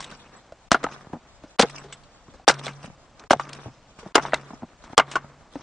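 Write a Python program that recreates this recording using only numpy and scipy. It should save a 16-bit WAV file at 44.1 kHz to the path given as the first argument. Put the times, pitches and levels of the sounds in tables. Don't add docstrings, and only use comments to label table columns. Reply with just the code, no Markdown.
import sys
import numpy as np
from scipy import signal
from scipy.fft import rfft, irfft
from scipy.io import wavfile

SR = 44100
rng = np.random.default_rng(int(sys.argv[2]) if len(sys.argv) > 2 else 0)


def master_out(mix):
    frames = np.transpose(np.atleast_2d(mix))
    ceiling = np.clip(frames, -1, 1)
    pcm = np.round(ceiling * 32767).astype(np.int16)
    wavfile.write(sys.argv[1], SR, pcm)


N = 247842

# landing in s, body level in dB, body pitch in Hz,
# crack in dB re body, decay scale in s, block thud in dB re body, tearing in dB, tearing t60 in s,
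# handle hum in dB, dull debris in dB, bright debris in dB (hum and debris before their envelopes).
CHOPS = [(-0.12, 0, 700, -7, .045, -21, -20, .1, -51, -46, -46),
         (0.716, 5.5, 617, -8.5, 0.033, -25.5, -15.5, 0.11, -49.5, -45.5, -59.5),
         (1.594, -1, 598, -5, 0.059, -31, -11, 0.094, -45.5, -47, -48.5),
         (2.478, 1.5, 794, -8.5, 0.029, -34.5, -19, 0.083, -38.5, -48.5, -53.5),
         (3.307, 2, 665, -16, 0.054, -20, -13, 0.049, -43.5, -48, -48),
         (4.154, 2, 832, -6, 0.041, -31, -14.5, 0.059, -42.5, -43.5, -46.5),
         (4.978, 4, 1197, -2.5, 0.031, -55, -7, 0.046, -45, -47, -60.5)]


def amp(db):
    return 10 ** (np.asarray(db) / 20)


def rms_one(x):
    return x / np.sqrt(np.mean(x ** 2) + 1e-20)


def peak_one(x):
    return x / np.max(np.abs(x))


def butter(x, order, hz, kind):
    return signal.sosfilt(signal.butter(order, hz, kind, fs=SR, output="sos"), x)


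def colour(x, spectrum):
    hz, db = np.transpose(spectrum)
    grid_hz = np.maximum(np.arange(len(x) // 2 + 1) * SR / len(x), 1)
    gain = amp(np.interp(np.log(grid_hz), np.log(hz), db))
    return irfft(rfft(x) * gain, len(x))


def ring(x, hz, t60):
    r, w = amp(-60 / (t60 * SR)), 2 * np.pi * hz / SR
    return signal.lfilter([0, np.sin(w)], [1, -2 * r * np.cos(w), r * r], x)


def add(out, s, x):
    i = round(s * SR)
    out[max(i, 0):i + len(x)] += x[max(-i, 0):N - i]


def burst(t60, rise_s=0.00069):
    t = np.arange(SR // 4) / SR
    swell = np.minimum(t / rise_s, 1) ** 2
    decay = amp(-60 * t / max(t60, .003))
    return rng.standard_normal(len(t)) * swell * decay + 1e-18


def grainy(per_s, spread_db, hiss):
    sizes = amp(spread_db * np.minimum(rng.exponential(1, N), 4)) * rng.standard_normal(N)
    clicks = sizes * (rng.random(N) < per_s / SR)
    return rms_one(rms_one(clicks) + hiss * rng.standard_normal(N))


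def wander(per_s):
    r = np.exp(-2 * np.pi * per_s / SR)
    slow = signal.lfilter([1], [1, -2 * r, r * r], rng.standard_normal(N + SR))
    return rms_one(slow[SR:])


def flicker(per_s, depth_db):
    return amp(depth_db * wander(per_s))


def blow(level_db, pitch_hz, thud_db, crack_db, t60, own_db, tilt_db, rise_s):
    # frequency in Hz, level in dB before the pitch weighting, t60 in s.
    log_modes = [(280, -2, 0.067), (390, -35, 0.012), (653, -15.5, 0.054), (690, 0.5, 0.028),
                 (799, 5.5, 0.023), (1007, 8, 0.015), (1264, 19.5, 0.0061), (1402, 2, 0.034),
                 (1526, 14, 0.011), (1797, 8.5, 0.015), (2050, 13.5, 0.014), (2720, 16, 0.0087)]
    # frequency in Hz, relative level in dB, t60 in s.
    block_modes = [(60, -2, 0.038), (203, -1.5, 0.018), (263.4, -5, 0.02)]
    contact = burst(0.45 * t60, rise_s) + amp(-14.0) * burst(1.35 * t60, rise_s)
    contact[round(rise_s * SR)] -= 2.5
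    contact = signal.lfilter([1], [1, -.7], contact)

    octaves = np.log2(np.array(log_modes)[:, 0] / pitch_hz)
    weights_db = rng.normal(0, 2.5, len(log_modes)) + tilt_db * octaves
    weights_db = weights_db - 8.2 * octaves ** 2
    body = sum(amp(db + weight_db) * ring(contact, hz, mode_t60)
               for (hz, db, mode_t60), weight_db in zip(log_modes, weights_db))
    own_ring = ring(contact, pitch_hz, min(0.46 * t60, .03))
    body = peak_one(body) + amp(own_db) * peak_one(own_ring)
    body = butter(body, 3, 210, "high")

    block_thud = sum(amp(db) * ring(contact, hz, mode_t60) for hz, db, mode_t60 in block_modes)
    crack = butter(burst(0.64 * t60, 0.86 * rise_s), 2, [2200, 6500], "band")
    mix = peak_one(body) + amp(thud_db) * peak_one(block_thud) + amp(crack_db) * peak_one(crack)
    return amp(level_db) * mix


def chops(out):
    # frequency in Hz, relative level in dB.
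    tearing = [(59, -38.5), (100, -27.5), (449, 0), (1120, 9.5), (2450, 2), (3340, 7), (5440, -2.5),
               (8690, -24.5), (9960, 11), (10600, -76.5), (13700, -64), (22000, -120)]
    noise_s, noise_db = 0.0081, -27.5
    fibres = rms_one(colour(grainy(per_s=1900, spread_db=1.5, hiss=0.56), tearing))
    t = np.arange(SR // 4) / SR
    for s, db, hz, crack_db, t60, thud_db, tear_db, tear_t60, *_ in CHOPS:
        add(out, s, blow(db, hz, thud_db, crack_db, t60, own_db=-16, tilt_db=0, rise_s=0.001143))
        grains = np.roll(fibres, -round(s * SR))[:len(t)]
        add(out, s, grains * amp(tear_db - 60 * (t / tear_t60) ** 0.78))
        noise = grains[:round(noise_s * SR)]
        noise = amp(noise_db) * noise * np.linspace(.3, 1, len(noise))
        add(out, s - noise_s, np.r_[noise, 0 * t])


def knocks(out):
    # time in s, body level in dB, body pitch in Hz, crack in dB re body, decay scale in s,
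    # struck piece's own ring in dB re log modes.
    knock_rows = [(0.004, -23.5, 1100, -3, 0.038, -3), (0.118, -39, 1510, -5.5, 0.2, 5),
                  (0.521, -30.5, 635, -15, 0.046, 5.5), (0.744, -2, 706, -21.5, 0.058, -27),
                  (0.83, -24.5, 406, -11.5, 0.1, -5), (0.84, -13, 490, -20, 0.054, -10.5),
                  (0.842, -16.5, 1300, -24, 0.065, 2), (0.865, -20.5, 874, -33, 0.025, 11),
                  (0.886, -30, 899, -20, 0.053, -7), (1.129, -32.5, 615, -15, 0.12, 0),
                  (1.434, -38.5, 600, -12, 0.27, 3), (1.601, -11.5, 684, 3.5, 0.038, -3),
                  (1.629, -8.5, 487, -12, 0.049, -6.5), (1.644, -22.5, 820, -45, 0.044, -7),
                  (1.838, -34.5, 413, -9, 0.27, 6), (2.337, -39.5, 520, -9, 0.25, -1.5),
                  (2.396, -38.5, 770, -23, 0.041, 2.5), (2.483, -2.5, 820, -25, 0.046, -3),
                  (2.494, -3, 979, -9.5, 0.1, -18.5), (2.665, -18.5, 597, -10, 0.051, -16),
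                  (2.679, -20, 1630, -10.5, 0.079, -10), (3.237, -35.5, 430, -11.5, 0.048, -3),
                  (3.313, -7, 590, -7, 0.07, -9), (3.331, -3.5, 720, -15, 0.03, 14),
                  (3.396, -12.5, 1200, -19, 0.07, 8.5), (3.986, -40, 1045, -5, 0.39, -9),
                  (4.029, -34.5, 473, -16.5, 0.087, -2), (4.164, -8, 1320, -28, 0.067, -17),
                  (4.169, -14.5, 475, -15, 0.069, -12.5), (4.179, -4.5, 860, -24.5, 0.071, -4),
                  (4.195, -18.5, 1370, -30, 0.059, -12), (4.223, -27, 1200, -8, 0.031, 0),
                  (4.251, -14.5, 910, -34, 0.031, 12), (4.26, -26, 1120, -20, 0.21, -13),
                  (4.321, -24, 1960, -28, 0.12, 1), (4.333, -4.5, 954, -42, 0.043, -12),
                  (4.341, -13, 1400, -12.5, 0.042, -25), (4.357, -28.5, 958, -11, 0.12, -9),
                  (4.838, -34.5, 990, -9.5, 0.18, -12.5), (4.93, -33.5, 854, -16.5, 0.035, -3.5),
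                  (4.987, -2, 1075, -24, 0.041, 2.5), (4.996, -1.5, 1210, -20.5, 0.064, -8.5),
                  (5.155, -9.5, 1470, -13.5, 0.082, -4), (5.163, -11.5, 1130, -28, 0.052, 10),
                  (5.555, -28.5, 546, -20.5, 0.069, -1)]
    full_scale_thud_db, thud_follows = -31.5, 0.27
    for s, db, hz, crack_db, t60, own_db in knock_rows:
        thud_db = full_scale_thud_db + (thud_follows - 1) * db
        add(out, s - .0005, blow(db, hz, thud_db, crack_db, t60, own_db, tilt_db=5, rise_s=0.001962))


def snap(level_db, hz, t60, rise_s):
    crack = burst(t60, rise_s)
    crack = crack * amp(4.0 * rng.standard_normal(len(crack)))
    broad = butter(crack, 1, [900, 6500], "band")
    pitched = ring(crack, hz, .003)
    return amp(level_db + 2.5) * peak_one(.5 * peak_one(pitched) + peak_one(broad))


def snaps(out):
    # time in s, level in dB before a 2.5 dB lift, pitch in Hz, crackle t60 in s.
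    snap_rows = [(0.013, -32, 5400, 0.052), (0.0243, -32, 3620, 0.11), (0.0428, -27.5, 3850, 0.029),
                 (0.112, -37.5, 4230, 0.034), (0.7284, -14, 2720, 0.028), (0.84, -24.5, 3330, 0.014),
                 (1.6113, -9.5, 5900, 0.021), (1.6173, -16.5, 3570, 0.038), (1.6228, -9.5, 4440, 0.016),
                 (1.698, -33, 2400, 0.019), (1.925, -29.5, 3570, 0.07), (2.0348, -48.5, 4400, 0.064),
                 (2.4823, -3.5, 5690, 0.063), (2.5093, -19.5, 4160, 0.036), (2.5396, -28.5, 5840, 0.025),
                 (2.59, -35.5, 3800, 0.035), (2.648, -33, 5640, 0.037), (2.6891, -33, 2820, 0.084),
                 (2.858, -37, 3160, 0.032), (3.1953, -35, 6200, 0.034), (3.326, -16.5, 3770, 0.038),
                 (3.4087, -35, 3920, 0.055), (3.492, -33, 3520, 0.02), (3.5311, -28.5, 5450, 0.023),
                 (3.549, -38.5, 3040, 0.026), (3.9918, -45, 2660, 0.062), (4.293, -47, 4570, 0.026),
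                 (4.3428, -14.5, 4060, 0.019), (5.1137, -28, 3000, 0.1)]
    rise_s = .0042
    for s, *contact in snap_rows:
        add(out, s + 0.0016 - rise_s, snap(*contact, rise_s))


def thud(level_db, hz, t60, edge_db):
    push = burst(.5 * t60, rise_s=0.0026)
    push[90] -= 6.0
    blunt = signal.lfilter([1], [1, -.9], push)
    low = ring(blunt, hz, min(.5 * t60, .03))
    edge = butter(push, 3, [300, 950], "band")
    both = peak_one(low) + amp(edge_db) * peak_one(edge)
    return amp(level_db + 2.0) * peak_one(butter(both, 2, 90, "high"))


def thuds(out):
    # time in s, level in dB before a 2 dB lift, pitch in Hz, decay scale in s.
    thud_rows = [(0.118, -39, 222, 0.084), (1.068, -36.5, 155, 0.032), (1.097, -40, 278, 0.052),
                 (1.132, -21.5, 211, 0.079), (1.14, -29.5, 202, 0.11), (1.152, -34, 210, 0.097),
                 (1.165, -31, 225, 0.082), (1.436, -37.5, 303, 0.057), (2.281, -39, 234, 0.065),
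                 (2.841, -31, 180, 0.063), (2.875, -39, 219, 0.068), (2.899, -37.5, 183, 0.047),
                 (3.36, -32, 150, 0.034), (3.657, -29.5, 130, 0.19), (3.68, -38, 264, 0.07),
                 (3.986, -40, 151.3, 0.027), (4.059, -30.5, 223, 0.13), (4.504, -32, 242, 0.068),
                 (4.532, -31.5, 263, 0.054), (4.621, -34.5, 161, 0.032), (4.629, -25.5, 207, 0.091),
                 (4.898, -37, 150, 0.051), (4.93, -31, 248, 0.036), (5.243, -34, 155, 0.019),
                 (5.554, -26.5, 284, 0.086), (5.595, -38, 168, 0.032)]
    for s, *contact in thud_rows:
        add(out, s - .0005, thud(*contact, edge_db=-1))


def chinks(out):
    # time in s, peak in dB.
    chink_rows = [(0.0674, -54), (0.17, -51.5), (0.362, -50.5), (1.784, -46.5), (1.925, -39)]
    # frequency in Hz, relative level in dB, t60 in s.
    link_modes = [(7780, 0, .05)]
    for s, peak_db in chink_rows:
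        link = sum(amp(db) * ring(burst(0.028, rise_s=0.0074), hz, t60) for hz, db, t60 in link_modes)
        add(out, s - .003, amp(peak_db) * peak_one(link))


def impacts():
    out = np.zeros(N)
    for source in (chops, knocks, thuds, snaps, chinks):
        source(out)
    return out


def swell_db(t, rise_s):
    return 20 * np.log10(np.clip(t / rise_s, 1e-9, 1))


def after_chops(column, shape_db):
    t = np.arange(N) / SR
    return np.sqrt(sum(amp(row[column] + shape_db(t - row[0])) ** 2 for row in CHOPS))


def handle():
    rise_s, free_s = 0.062, 0.3
    free_db_per_s, gripped_db_per_s = 22, 91

    def shape_db(t):
        sag_db = free_db_per_s * np.clip(t, 0, free_s)
        return swell_db(t, rise_s) - sag_db - gripped_db_per_s * np.maximum(t - free_s, 0)

    hz = 140.5 * flicker(per_s=4.0, depth_db=.06)
    level = after_chops(column=8, shape_db=shape_db)
    return np.sqrt(2) * level * np.sin(2 * np.pi * np.cumsum(hz) / SR)


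def rustle_level(chop_column, scuff_column, db_per_s):
    # top in s, half length in s, dull level in dB, bright level in dB (before the flicker).
    scuffs = [(.36, 0.033, -48, -55.5), (0.922, 0.069, -50, -47), (1.48, 0.045, -64.5, -59),
              (1.767, 0.024, -70, -52), (2.333, 0.074, -61, -64.5), (2.582, 0.072, -45, -48.5),
              (2.669, 0.05, -40, -38), (2.844, .035, -45, -43.5), (3.21, 0.049, -52, -63),
              (3.532, 0.093, -45, -52), (4.06, 0.083, -54, -60), (4.229, 0.014, -40, -39),
              (4.285, .04, -57, -51), (4.529, 0.041, -49.5, -63), (4.889, 0.061, -48, -57.5),
              (5.115, 0.031, -52.5, -44.5), (5.597, 0.066, -49.5, -50.5)]
    rise_s = 0.14
    t = np.arange(N) / SR
    debris = after_chops(chop_column,
                         lambda t: swell_db(t, rise_s) - db_per_s * np.maximum(t - rise_s, 0))
    swells = [amp(row[scuff_column]) * np.exp(-((t - row[0]) / row[1]) ** 2) for row in scuffs]
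    return np.sqrt(debris ** 2 + sum(swell ** 2 for swell in swells))


def patchy(x, per_s, depth_db):
    edges_hz = np.geomspace(900, 10500, 7)
    return sum(flicker(per_s, depth_db) * butter(x, 2, pair, "band")
               for pair in zip(edges_hz, edges_hz[1:]))


def rustle():
    # frequency in Hz, relative level in dB.
    dull_spectrum = [(94, -20.5), (160, -5), (204, -1.5), (387, -4.5), (880, -6.5), (1170, -3),
                     (2240, -15.5), (3000, -29.5), (3900, -57), (6600, -120)]
    bright_spectrum = [(1180, -29.5), (2000, -8.5), (2220, -5.5), (3100, -2.5), (6070, -11), (8010, -18.5),
                       (9800, -27), (10500, -47.5), (13600, -76), (22000, -120)]
    clumps = flicker(per_s=12.0, depth_db=2.5)
    dull = rms_one(colour(grainy(per_s=800, spread_db=3.0, hiss=0.7), dull_spectrum))
    bright = rms_one(colour(grainy(per_s=1800, spread_db=4.0, hiss=.8), bright_spectrum))
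    bright = flicker(per_s=30, depth_db=2.5) * patchy(bright, per_s=25, depth_db=2.2)
    dull_level = rustle_level(chop_column=9, scuff_column=2, db_per_s=40)
    bright_level = rustle_level(chop_column=10, scuff_column=3, db_per_s=53.5)
    return clumps * (dull_level * dull + bright_level * bright)


def yard():
    # frequency in Hz, relative level in dB.
    yard_spectrum = [(12, -23), (20, 11), (91, 0.5), (275, -4.5), (386, -10.5), (603, -2.5), (1050, -8.5),
                     (1910, -15), (7280, -24.5), (8740, -31), (10500, -53.5), (13600, -97.5), (22000, -120)]
    return amp(-54) * rms_one(colour(rng.standard_normal(N), yard_spectrum))


def hush():
    from_s, to_s, depth_db = 0.028, .009, -35
    t = np.arange(N) / SR
    gain = np.ones(N)
    for s, *_ in CHOPS:
        corners_s = [-from_s - .003, -from_s, -to_s, 0]
        gain = gain * amp(np.interp(t - s, corners_s, [0, depth_db, depth_db, 0]))
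    return gain


def scattered(mid):
    # frequency in Hz, side in dB re the signal fed in.
    width = [(60, -8), (110, -18), (190, -20.5), (330, -13.5), (590, -20), (1040, -10.5), (1830, -4.5),
             (3240, -2), (5720, 1), (10100, 8)]
    side = 0
    for _ in range(3):
        paths = burst(0.02, rise_s=0.00018)[:SR // 60]
        side = side + wander(7.7) * signal.fftconvolve(mid, paths / np.linalg.norm(paths))[:N]
    return colour(side / np.sqrt(3), width)


def scene():
    background = hush() * (rustle() + handle() + yard())
    blows = impacts()
    mid = blows + background
    side = scattered(amp(-7.5) * blows + background)
    return np.array([mid + side, mid - side]) * amp([[.3], [-.3]])


def record(dry):
    blocked = butter(np.clip(dry, -.92, .92), 1, 45, "high")
    top_cut = signal.cheby2(8, 45, 10700, fs=SR, output="sos")
    return signal.sosfilt(top_cut, np.clip(blocked, -.9, .9))


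dry = scene()
out = record(dry)
master_out(out)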